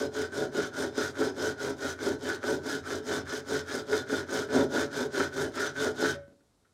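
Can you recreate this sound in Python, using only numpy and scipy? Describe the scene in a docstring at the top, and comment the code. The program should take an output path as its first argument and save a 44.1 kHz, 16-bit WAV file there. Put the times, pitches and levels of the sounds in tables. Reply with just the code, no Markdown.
"""Small, quiet workshop: a thin-bladed hand saw cuts a clamped hardwood board, about five strokes a second.
Irregular tooth clicks and friction noise drive resonances of board, bench and steel; noise gives the rasp.
Snags add knocks and pings. As the blade leaves the cut it rings free (decaying sines), then a hand
slides off the board (shaped noise and soft touches). Feedback delays and steady noise give room and air."""
import sys
import numpy as np
from scipy import signal
from scipy.io import wavfile
from scipy.ndimage import uniform_filter1d

SR = 44100
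rng = np.random.default_rng(int(sys.argv[2]) if len(sys.argv) > 2 else 0)


def master(y):
    """Save y as 16-bit WAV."""
    cut = np.clip(np.atleast_2d(y).T, -1, 1)
    pcm = np.round(cut * 32767)  # scale
    wavfile.write(sys.argv[1], SR, pcm.astype(np.int16))


N = 297096
TIME_S = np.arange(N) / SR

# Levels in the tables are relative: each source adds its own gain.
# quiet room tone: f/Hz, density/dB per Hz
AIR_SPECTRUM = [(30, -7), (110, -3.5), (400, -11.5), (1100, -19), (2800, -27.5), (4000, -24), (9000, -27),
                (12500, -35.5), (15000, -46)]
AIR_DB = -70.5
# skin on wood: f/Hz, density/dB per Hz
HAND_SPECTRUM = [(35, -33), (80, -4), (260, 4), (550, -6.5), (1100, -24), (1450, -19), (2800, -29),
                 (5000, -29), (11000, -42), (15000, -61)]
# hand sliding off the board: t/s, level/dB
HAND_SLIDE = [(6.28, -53), (6.296, -58), (6.31, -59), (6.326, -56), (6.336, -71), (6.73, -81)]
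# fingers touch the wood: t/s, board thud level/dB, bright tick level/dB
FINGER_TOUCHES = [(6.322, -55, -84), (6.403, -62, -66.5), (6.618, -68, -79), (6.647, -65, -62)]
# blade ringing free: f/Hz, level/dB, t60/s
FREE_BLADE_MODES = [(564.2, 0, 0.44), (647, -14, 0.34), (1320, -20, 0.18), (1860, -20, 0.28),
                    (2169, -28, 0.37)]
# heavy bench under the clamp: f/Hz, width/Hz, level/dB
BENCH_MODES = [(62.7, 4.4, -13), (88.5, 5.8, -1.5), (111.7, 4.3, -4.5), (127.6, 4, -9.5),
               (145.4, 13.4, -2.5)]
# board and clamp: f/Hz, width/Hz, level/dB
BOARD_MODES = [(194, 34, -11), (204.6, 6.3, -12.5), (237.6, 23.4, -5), (277.2, 11.3, 0), (303, 5.1, -13.5),
               (324.8, 18.8, -3), (369.3, 19.5, -2.5), (400.6, 19.6, 1.5), (435.6, 13.8, 1), (488, 15, -11),
               (554, 44, -8), (629.5, 21.5, -8.5), (678.5, 29, -16), (750, 9.5, -11), (803, 25, -16),
               (903.4, 18, -16), (953.5, 29, -16.5), (951, 18, -31)]
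# board's quick, heavily damped answer to a hard snag: f/Hz, width/Hz, level/dB
KNOCK_MODES = [(250, 103, -2.5), (434, 130, 0)]
# blade gripped by the kerf: f/Hz, width/Hz, level/dB
BLADE_MODES = [(1293, 25, -11), (1348, 109, -8), (1444.5, 29.8, 2), (1515.4, 34, 1), (1595, 30, -10.5),
               (1693, 79, -11), (1850, 19, -14.5), (2100, 69, -20.5), (2440, 63, -26)]
# tearing fibres: f/Hz, density/dB per Hz
RASP_SPECTRUM = [(700, -0.5), (1500, 0.5), (2200, -2), (2750, -15), (3200, -1), (3700, 0.5), (4400, -2.5),
                 (5300, -0.5), (6500, -1.5), (7600, -4.5), (8800, -11), (10000, -10.5), (12500, -16),
                 (16000, -26)]
# narrow high tones that colour the rasp: f/Hz, width/Hz, level/dB
SHIMMER_MODES = [(3058, 58, -4), (3240, 150, -6), (3568, 59, 0.5), (3780, 41, -6.5), (4100, 25, -6.5),
                 (4460, 34, -15.5), (4820, 94, -5), (5095, 31, 0), (5300, 80, -5), (5990, 27, -2.5),
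                 (6420, 64, -6.5), (6460, 93, -6.5), (7470, 210, -14), (8800, 170, -6)]
# steel squeaks on the kerf wall as a forward stroke sets off: f/Hz, width/Hz, level/dB
SQUEAK_MODES = [(6680, 170, 18), (5100, 1600, -8)]
# strokes, back and forward in turn: start t/s, load on the board level/dB, briskness of the swing level/dB
STROKE_TABLE = [(-0.105, -28, 1), (0.099, -33.5, -1.5), (0.299, -29.5, -1), (0.504, -32, 0),
                (0.711, -30, 0.5), (0.918, -34, 1.5), (1.133, -29.5, 0), (1.339, -30.5, 0.3),
                (1.558, -31.5, 0), (1.762, -34.5, -0.1), (1.969, -28.5, 0.2), (2.179, -33.5, -1),
                (2.401, -28, 0.5), (2.607, -32.5, 0), (2.824, -33.5, -0.3), (3.027, -30, 1),
                (3.241, -38, 0), (3.443, -33, 0.5), (3.647, -34, 0.5), (3.85, -31, -0.7), (4.053, -34, 0.5),
                (4.261, -29.5, 0), (4.474, -23, 1), (4.68, -27.5, 0), (4.891, -30, -1), (5.097, -31, 0),
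                (5.304, -30.5, -1.8), (5.514, -33.5, 0), (5.733, -30.5, 0), (5.942, -30.5, 1)]
# arm, per direction: fastest at/share of stroke, deepest bite at/share of stroke, blade level/dB, rasp level/dB
BACK_ARM = (0.465, .50, -38, -42)
FORWARD_ARM = (0.5345, .37, -35, -40.5)
# teeth catch in the grain: t/s, board level/dB, blade level/dB
HARD_SNAG_TABLE = [(0.548, -31.5, -40), (0.582, -24.5, -38), (0.979, -26, -48), (1.218, -28.5, -34),
                   (1.44, -28.5, -37), (1.844, -31.5, -40), (2.062, -27.5, -37), (2.299, -49, -31.5),
                   (2.441, -28.5, -35), (3.516, -25.5, -36.5), (3.914, -29.5, -51), (3.946, -35, -34),
                   (4.099, -32, -31.5), (4.127, -26.5, -38), (4.545, -22.5, -38), (4.558, -22, -42),
                   (4.573, -24, -34), (4.615, -34, -44), (4.748, -22, -45), (5.171, -27.5, -33),
                   (5.2, -27, -30.5), (5.864, -25.5, -45), (6.027, -23.5, -32.5)]

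LIFT_S = 6.17  # the blade leaves the cut
# once the kerf is started, the arm works ever harder
PRESS_FROM_S, PRESS_DB_PER_S = 2.89, 2
RASP_PER_EFFORT_DB_PER_DB, RASP_PER_LOAD_DB_PER_DB = 0.5, 0.12
BENCH_PER_LOAD_DB_PER_DB, BLADE_PER_BRISKNESS_DB_PER_DB = 0.65, 0.56
# small snags: chance scatter about the deepest bite, levels relative to the stroke
SNAG_SCATTER_S, SNAG_SPREAD_DB = 0.04, 2.5
SNAG_BOARD_DB, SNAG_BLADE_DB = -2, 0
SNAG_STALL_DB = -22.5  # added in full at standstill
CUTOFF_HZ = 15850


def from_db(db):
    """Level in dB to amplitude ratio."""
    return 10 ** (np.asarray(db) / 20)


def rms_one(x):
    """Scale to unit rms."""
    return x / np.sqrt(np.mean(x ** 2) + 1e-20)


def butter(x, hz, kind):
    """Butterworth filter, design order 2."""
    return signal.sosfilt(signal.butter(2, hz, kind, fs=SR, output="sos"), x)


def fade(x, seconds):
    """One-pole smoothing: each click becomes a dying tail."""
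    r = np.exp(-1 / (seconds * SR))
    return signal.lfilter([1 - r], [1, -r], x + 1e-18)


def steady(x, seconds):
    """Hold the short-term rms near one, leaving the faster grain."""
    size = max(int(seconds * SR), 8)
    power = uniform_filter1d(uniform_filter1d(x * x, size), size)
    return x / np.sqrt(np.abs(power) + 1e-12)


def drift(knots_per_s):
    """Smooth chance with a spread of about one: random knots joined by lines."""
    knots = rng.standard_normal(4000)
    return np.interp(TIME_S * knots_per_s, np.arange(len(knots)), knots) / np.sqrt(2 / 3)


def coloured_noise(spectrum):
    """Quarter-octave bands of noise following a spectrum; rms 1."""
    points, out = np.array(spectrum), 0
    edges_hz = np.geomspace(35, 17000, 37)
    white = rng.standard_normal((2, N))  # neighbouring bands use different noise
    for k, (low, high) in enumerate(zip(edges_hz, edges_hz[1:])):
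        if high > points[0, 0]:
            db = np.interp(np.log(low * high) / 2, np.log(points[:, 0]), points[:, 1])
            out = out + from_db(db) * butter(white[k % 2], [low, high], "band")
    return rms_one(out)


def resonate(force, modes):
    """Parallel two-pole resonances of alternating sign, scaled to about keep white noise power."""
    out, power = 0, 0
    for k, (hz, width_hz, db) in enumerate(modes):
        r = np.exp(-np.pi * width_hz / SR)
        top = (1 - r * r) / 2
        poles = [1, -2 * r * np.cos(2 * np.pi * hz / SR), r * r]
        ring = signal.lfilter([top, 0, -top], poles, force + 1e-18)
        out = out + (-1) ** k * from_db(db) * ring
        power += top * from_db(db) ** 2
    return out / np.sqrt(power)


def blows(times_s, db):
    """Single-sample clicks of the given strengths."""
    out, heard = np.zeros(N), times_s >= 0
    out[(times_s[heard] * SR).astype(int)] = from_db(db[heard])
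    return out


def bursts(times_s, db, rise_s, fall_s):
    """Envelope of brief jolts: fast rise to the level, then decay."""
    shape = fade(fade(signal.unit_impulse(SR // 10), rise_s), fall_s)
    return fade(fade(blows(times_s, db), rise_s), fall_s) / shape.max()


def shop_air():
    """Still air: steady noise with the room-tone spectrum."""
    return from_db(AIR_DB) * coloured_noise(AIR_SPECTRUM)


def workshop(x, t60_s=0.34, wall_hz=5500):
    """Feedback delays between the walls, duller on every round."""
    out, dull = np.zeros(N), np.exp(-2 * np.pi * wall_hz / SR)
    lags_s = np.geomspace(0.007, 0.043, 10)
    for k, lag in enumerate((lags_s * SR).astype(int)):
        loop, gain, state = x.copy(), from_db(-60 * lag / SR / t60_s), [0.]
        for i in range(lag, N, lag):
            back, state = signal.lfilter([gain * (1 - dull)], [1, -dull], loop[i - lag:i], zi=state)
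            loop[i:i + lag] += back[:N - i]
        out += (loop - x) * (-1) ** k * np.sqrt(1 - gain * gain)
    return out


def hand(level_db=-4, touch_db=-4):
    """Skin brushes the wood as shaped noise; light touches excite damped wood modes."""
    slide_s, slide_db = np.transpose(HAND_SLIDE)
    brush_gain = from_db(level_db + np.interp(TIME_S, slide_s, slide_db, left=-120))
    brush = brush_gain * coloured_noise(HAND_SPECTRUM)
    at_s, thud_db, tick_db = np.transpose(FINGER_TOUCHES)
    thud_force = bursts(at_s, thud_db, rise_s=0.0024, fall_s=0.0088) * rng.standard_normal(N)
    tick_force = bursts(at_s, tick_db, rise_s=0.0022, fall_s=0.011) * rng.standard_normal(N)
    touches = resonate(thud_force, KNOCK_MODES) + resonate(tick_force, [(1480, 220, 0)])
    return brush + from_db(touch_db) * butter(touches, 1900, "low")


def free_blade(at_s=6.147, level_db=-38.5):
    """Out of the kerf, nothing damps the steel: its modes ring as decaying sines."""
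    age_s = np.maximum(TIME_S - at_s, 0)
    rings = 0
    for hz, db, t60_s in FREE_BLADE_MODES:
        rings = rings + from_db(db - 60 * age_s / t60_s) * np.sin(2 * np.pi * hz * age_s)
    return from_db(level_db) * rings * (1 - np.exp(-age_s / 0.005))


def stroke_plan():
    """Timing and levels of each stroke, from direction, load, briskness and the arm's growing effort."""
    start_s, board_db, brisk_db = np.transpose(STROKE_TABLE)
    length_s = np.diff(start_s, append=LIFT_S)
    arm = np.array([BACK_ARM, FORWARD_ARM])[np.arange(len(start_s)) % 2]
    fastest, deepest, blade_db, rasp_db = arm.T
    effort_db = PRESS_DB_PER_S * np.maximum(start_s - PRESS_FROM_S, 0)
    load_db = board_db - board_db.mean()
    rasp_effort_db = RASP_PER_EFFORT_DB_PER_DB * effort_db + RASP_PER_LOAD_DB_PER_DB * load_db
    return {"start_s": start_s,
            "fastest_s": start_s + fastest * length_s,
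            "deepest_s": start_s + deepest * length_s,
            "board_db": board_db,
            "bench_db": BENCH_PER_LOAD_DB_PER_DB * load_db,
            "blade_db": blade_db + effort_db + BLADE_PER_BRISKNESS_DB_PER_DB * brisk_db,
            "rasp_db": rasp_db + brisk_db + rasp_effort_db}


def swing(peaks_s):
    """Zero at each turn of the arm, sine arc to one at the given moment of each stroke."""
    turns_s = np.array(STROKE_TABLE)[:, 0]
    knots_s = np.append(np.column_stack([turns_s, peaks_s]).ravel(), LIFT_S)
    phase = np.interp(TIME_S, np.sort(knots_s), np.arange(len(knots_s)) * np.pi / 2)
    return np.abs(np.sin(phase))


def per_stroke(db):
    """Gain held through each stroke, smoothed at the turns."""
    which = np.searchsorted(np.array(STROKE_TABLE)[:, 0], TIME_S) - 1
    return uniform_filter1d(from_db(db)[np.maximum(which, 0)], size=600)


def setting_off(starts_s, after_s, width_s):
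    """Short swell soon after each given turn, while the teeth still skate."""
    return sum(np.exp(-.5 * ((TIME_S - s - after_s) / width_s) ** 2) for s in starts_s)


def teeth(speed, rate_scale, uneven, spread_db):
    """One click per biting tooth: closer together at speed, uneven in spacing and depth."""
    passed = np.cumsum(rate_scale * (.25 + speed)) / SR
    chance = rng.standard_normal((9000, 2))
    at = np.searchsorted(passed, np.cumsum(np.exp(uneven * chance[:, 0])))
    clicks = np.zeros(N + 1)  # last slot takes the teeth past the end
    clicks[at] = from_db(spread_db * np.clip(chance[:, 1], -2, 2))
    return clicks[:N]


def snagging(plan, speed, count=2):
    """Hard snags plus small chance ones, gentler when slow: rows of t/s, board level/dB, blade level/dB."""
    usual = np.column_stack([plan["deepest_s"], plan["board_db"] + SNAG_BOARD_DB,
                             plan["blade_db"] + SNAG_BLADE_DB])
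    usual = np.repeat(usual, count, axis=0)
    chance = np.clip(rng.standard_normal(usual.shape), -2, 2)
    at_s, board_db, blade_db = (usual + chance * [SNAG_SCATTER_S, SNAG_SPREAD_DB, SNAG_SPREAD_DB]).T
    slow_db = SNAG_STALL_DB * (1 - np.interp(at_s, TIME_S, speed))
    small = np.column_stack([at_s, board_db + slow_db, blade_db + slow_db])
    return np.vstack([HARD_SNAG_TABLE, small])


def bench(plan, force, speed, in_cut, bench_db=-44, lag_s=0.005):
    """The heavy bench resonates low, its drive level following the saw's speed a little late."""
    shake = (0.11 + speed ** 1.2) * in_cut * per_stroke(plan["bench_db"])
    late_shake = np.interp(TIME_S - lag_s, TIME_S, shake)
    return from_db(bench_db) * resonate(force * late_shake, BENCH_MODES)


def wood(plan, snags, force, bite, in_cut, board_db=-0.5, snag_db=3, knock_db=19):
    """The board growls under the downward load and knocks at each snag."""
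    at_s, snag_level_db, _ = snags.T
    load = from_db(board_db) * per_stroke(plan["board_db"]) * (0.17 + bite ** 2.11) * in_cut
    # the board's modes answer slowly, so the judder is driven a little before the knock
    judder = bursts(at_s - .009, snag_level_db + snag_db, rise_s=0.0016, fall_s=0.0071)
    growl = resonate(force * np.hypot(load, judder), BOARD_MODES)
    knock = butter(resonate(blows(at_s, snag_level_db + knock_db), KNOCK_MODES), 810, "low")
    return butter(growl + knock, [140, 2000], "band")


def steel(plan, snags, force, bite, speed, in_cut,
          blade_db=-3, snag_db=2, skate_db=-45, wander_db=3.0, scuff_db=-7):
    """The blade sings with load and speed, pings at snags and chatters as it starts back."""
    at_s, _, snag_level_db = snags.T
    motion = 0.1 + speed ** 1.95 * bite ** 0.21
    load = from_db(blade_db) * per_stroke(plan["blade_db"]) * motion * in_cut
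    skate = from_db(skate_db) * setting_off(plan["start_s"][2::2], after_s=0.035, width_s=0.017)
    ping = bursts(at_s - .004, snag_level_db + snag_db, rise_s=0.00035, fall_s=0.0092)
    push = force * np.hypot(load + skate, ping)
    # the kerf grips the blade at a moving point, so its modes trade a fixed total of energy
    energy = np.array([width_hz * from_db(db + wander_db * drift(24)) ** 2
                       for hz, width_hz, db in BLADE_MODES])
    share = np.sqrt(energy / energy.sum(axis=0))
    rings = sum((-1) ** k * resonate(push * share[k], [mode]) for k, mode in enumerate(BLADE_MODES))
    # the pinched part of the blade adds a broad, dead scuff
    scuff = from_db(scuff_db) * resonate(push * rng.standard_normal(N), [(1527, 114, 0)])
    return butter(rings + scuff, [800, 2700], "band")


def rasp(plan, snags, tearing, speed, in_cut, rasp_db=-0.95, shimmer_db=-3, grit=0.21,
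         snag_db=-15, squeak_db=-50, flicker_db=1.16, fill=0.88):
    """Teeth tear off puffs of hiss; level rises with speed and flattens as gullets fill with dust."""
    at_s, snag_level_db, _ = snags.T
    motion = 0.08 + np.tanh(fill * speed ** 2.07) / np.tanh(fill)
    drive = from_db(rasp_db) * per_stroke(plan["rasp_db"]) * motion * in_cut
    # hard and soft fibres make the rasp come in clumps
    grain = steady(grit * tearing + .5, 0.0072) * from_db(flicker_db * drift(190))
    jolts = bursts(at_s, snag_level_db + snag_db, rise_s=0.0002, fall_s=0.0017)
    scrape = grain * np.hypot(drive, jolts)
    # each narrow high tone swells and fades by chance
    shimmer = 0
    for mode in SHIMMER_MODES:
        tone = resonate(scrape * rng.standard_normal(N), [mode])
        shimmer = shimmer + from_db(mode[2] + 4.2 * drift(30)) * tone
    squeak_swell = setting_off(plan["start_s"][1::2], after_s=0.051, width_s=0.0066)
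    squeak = from_db(squeak_db + 4.3 * drift(5)) * grain * squeak_swell
    hiss = coloured_noise(RASP_SPECTRUM) * scrape
    hiss = hiss + from_db(shimmer_db) * shimmer / np.sqrt(len(SHIMMER_MODES))
    hiss = hiss + resonate(squeak * rng.standard_normal(N), SQUEAK_MODES)
    # slow teeth tear with less top
    bright = np.clip(0.62 + 0.23 * speed + 0.13 * drift(90), .15, 1.5)
    return bright * hiss + (1 - bright) * butter(hiss, 7500, "low")


def sawing(rub=0.3):
    """One train of tooth bites, with some friction noise, drives bench, wood, steel and rasp."""
    plan = stroke_plan()
    speed, bite = swing(plan["fastest_s"]), swing(plan["deepest_s"])
    in_cut = np.clip((LIFT_S - TIME_S) / 0.0078, 0, 1)
    clicks = teeth(speed, rate_scale=380, uneven=.4, spread_db=5.0)
    tearing = steady(fade(clicks, 0.0011), 0.045)
    bites = steady(butter(clicks, 60, "high"), 0.016)
    friction = rub * tearing * rng.standard_normal(N)
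    force = steady(bites + friction, 0.0063)
    snags = snagging(plan, speed)
    return (bench(plan, force, speed, in_cut)
            + wood(plan, snags, force, bite, in_cut)
            + steel(plan, snags, force, bite, speed, in_cut)
            + rasp(plan, snags, tearing, speed, in_cut))


def scene():
    """The saw close by, with the room and its still air behind."""
    near = sawing() + free_blade() + hand()
    room = from_db(-16.5) * workshop(near)
    return (near + room + shop_air())[None]


def record(dry):
    """Steep elliptic low-pass cuts the top."""
    return signal.sosfilt(signal.ellip(12, .1, 90, CUTOFF_HZ, fs=SR, output="sos"), dry)


dry = scene()
out = record(dry)
master(out)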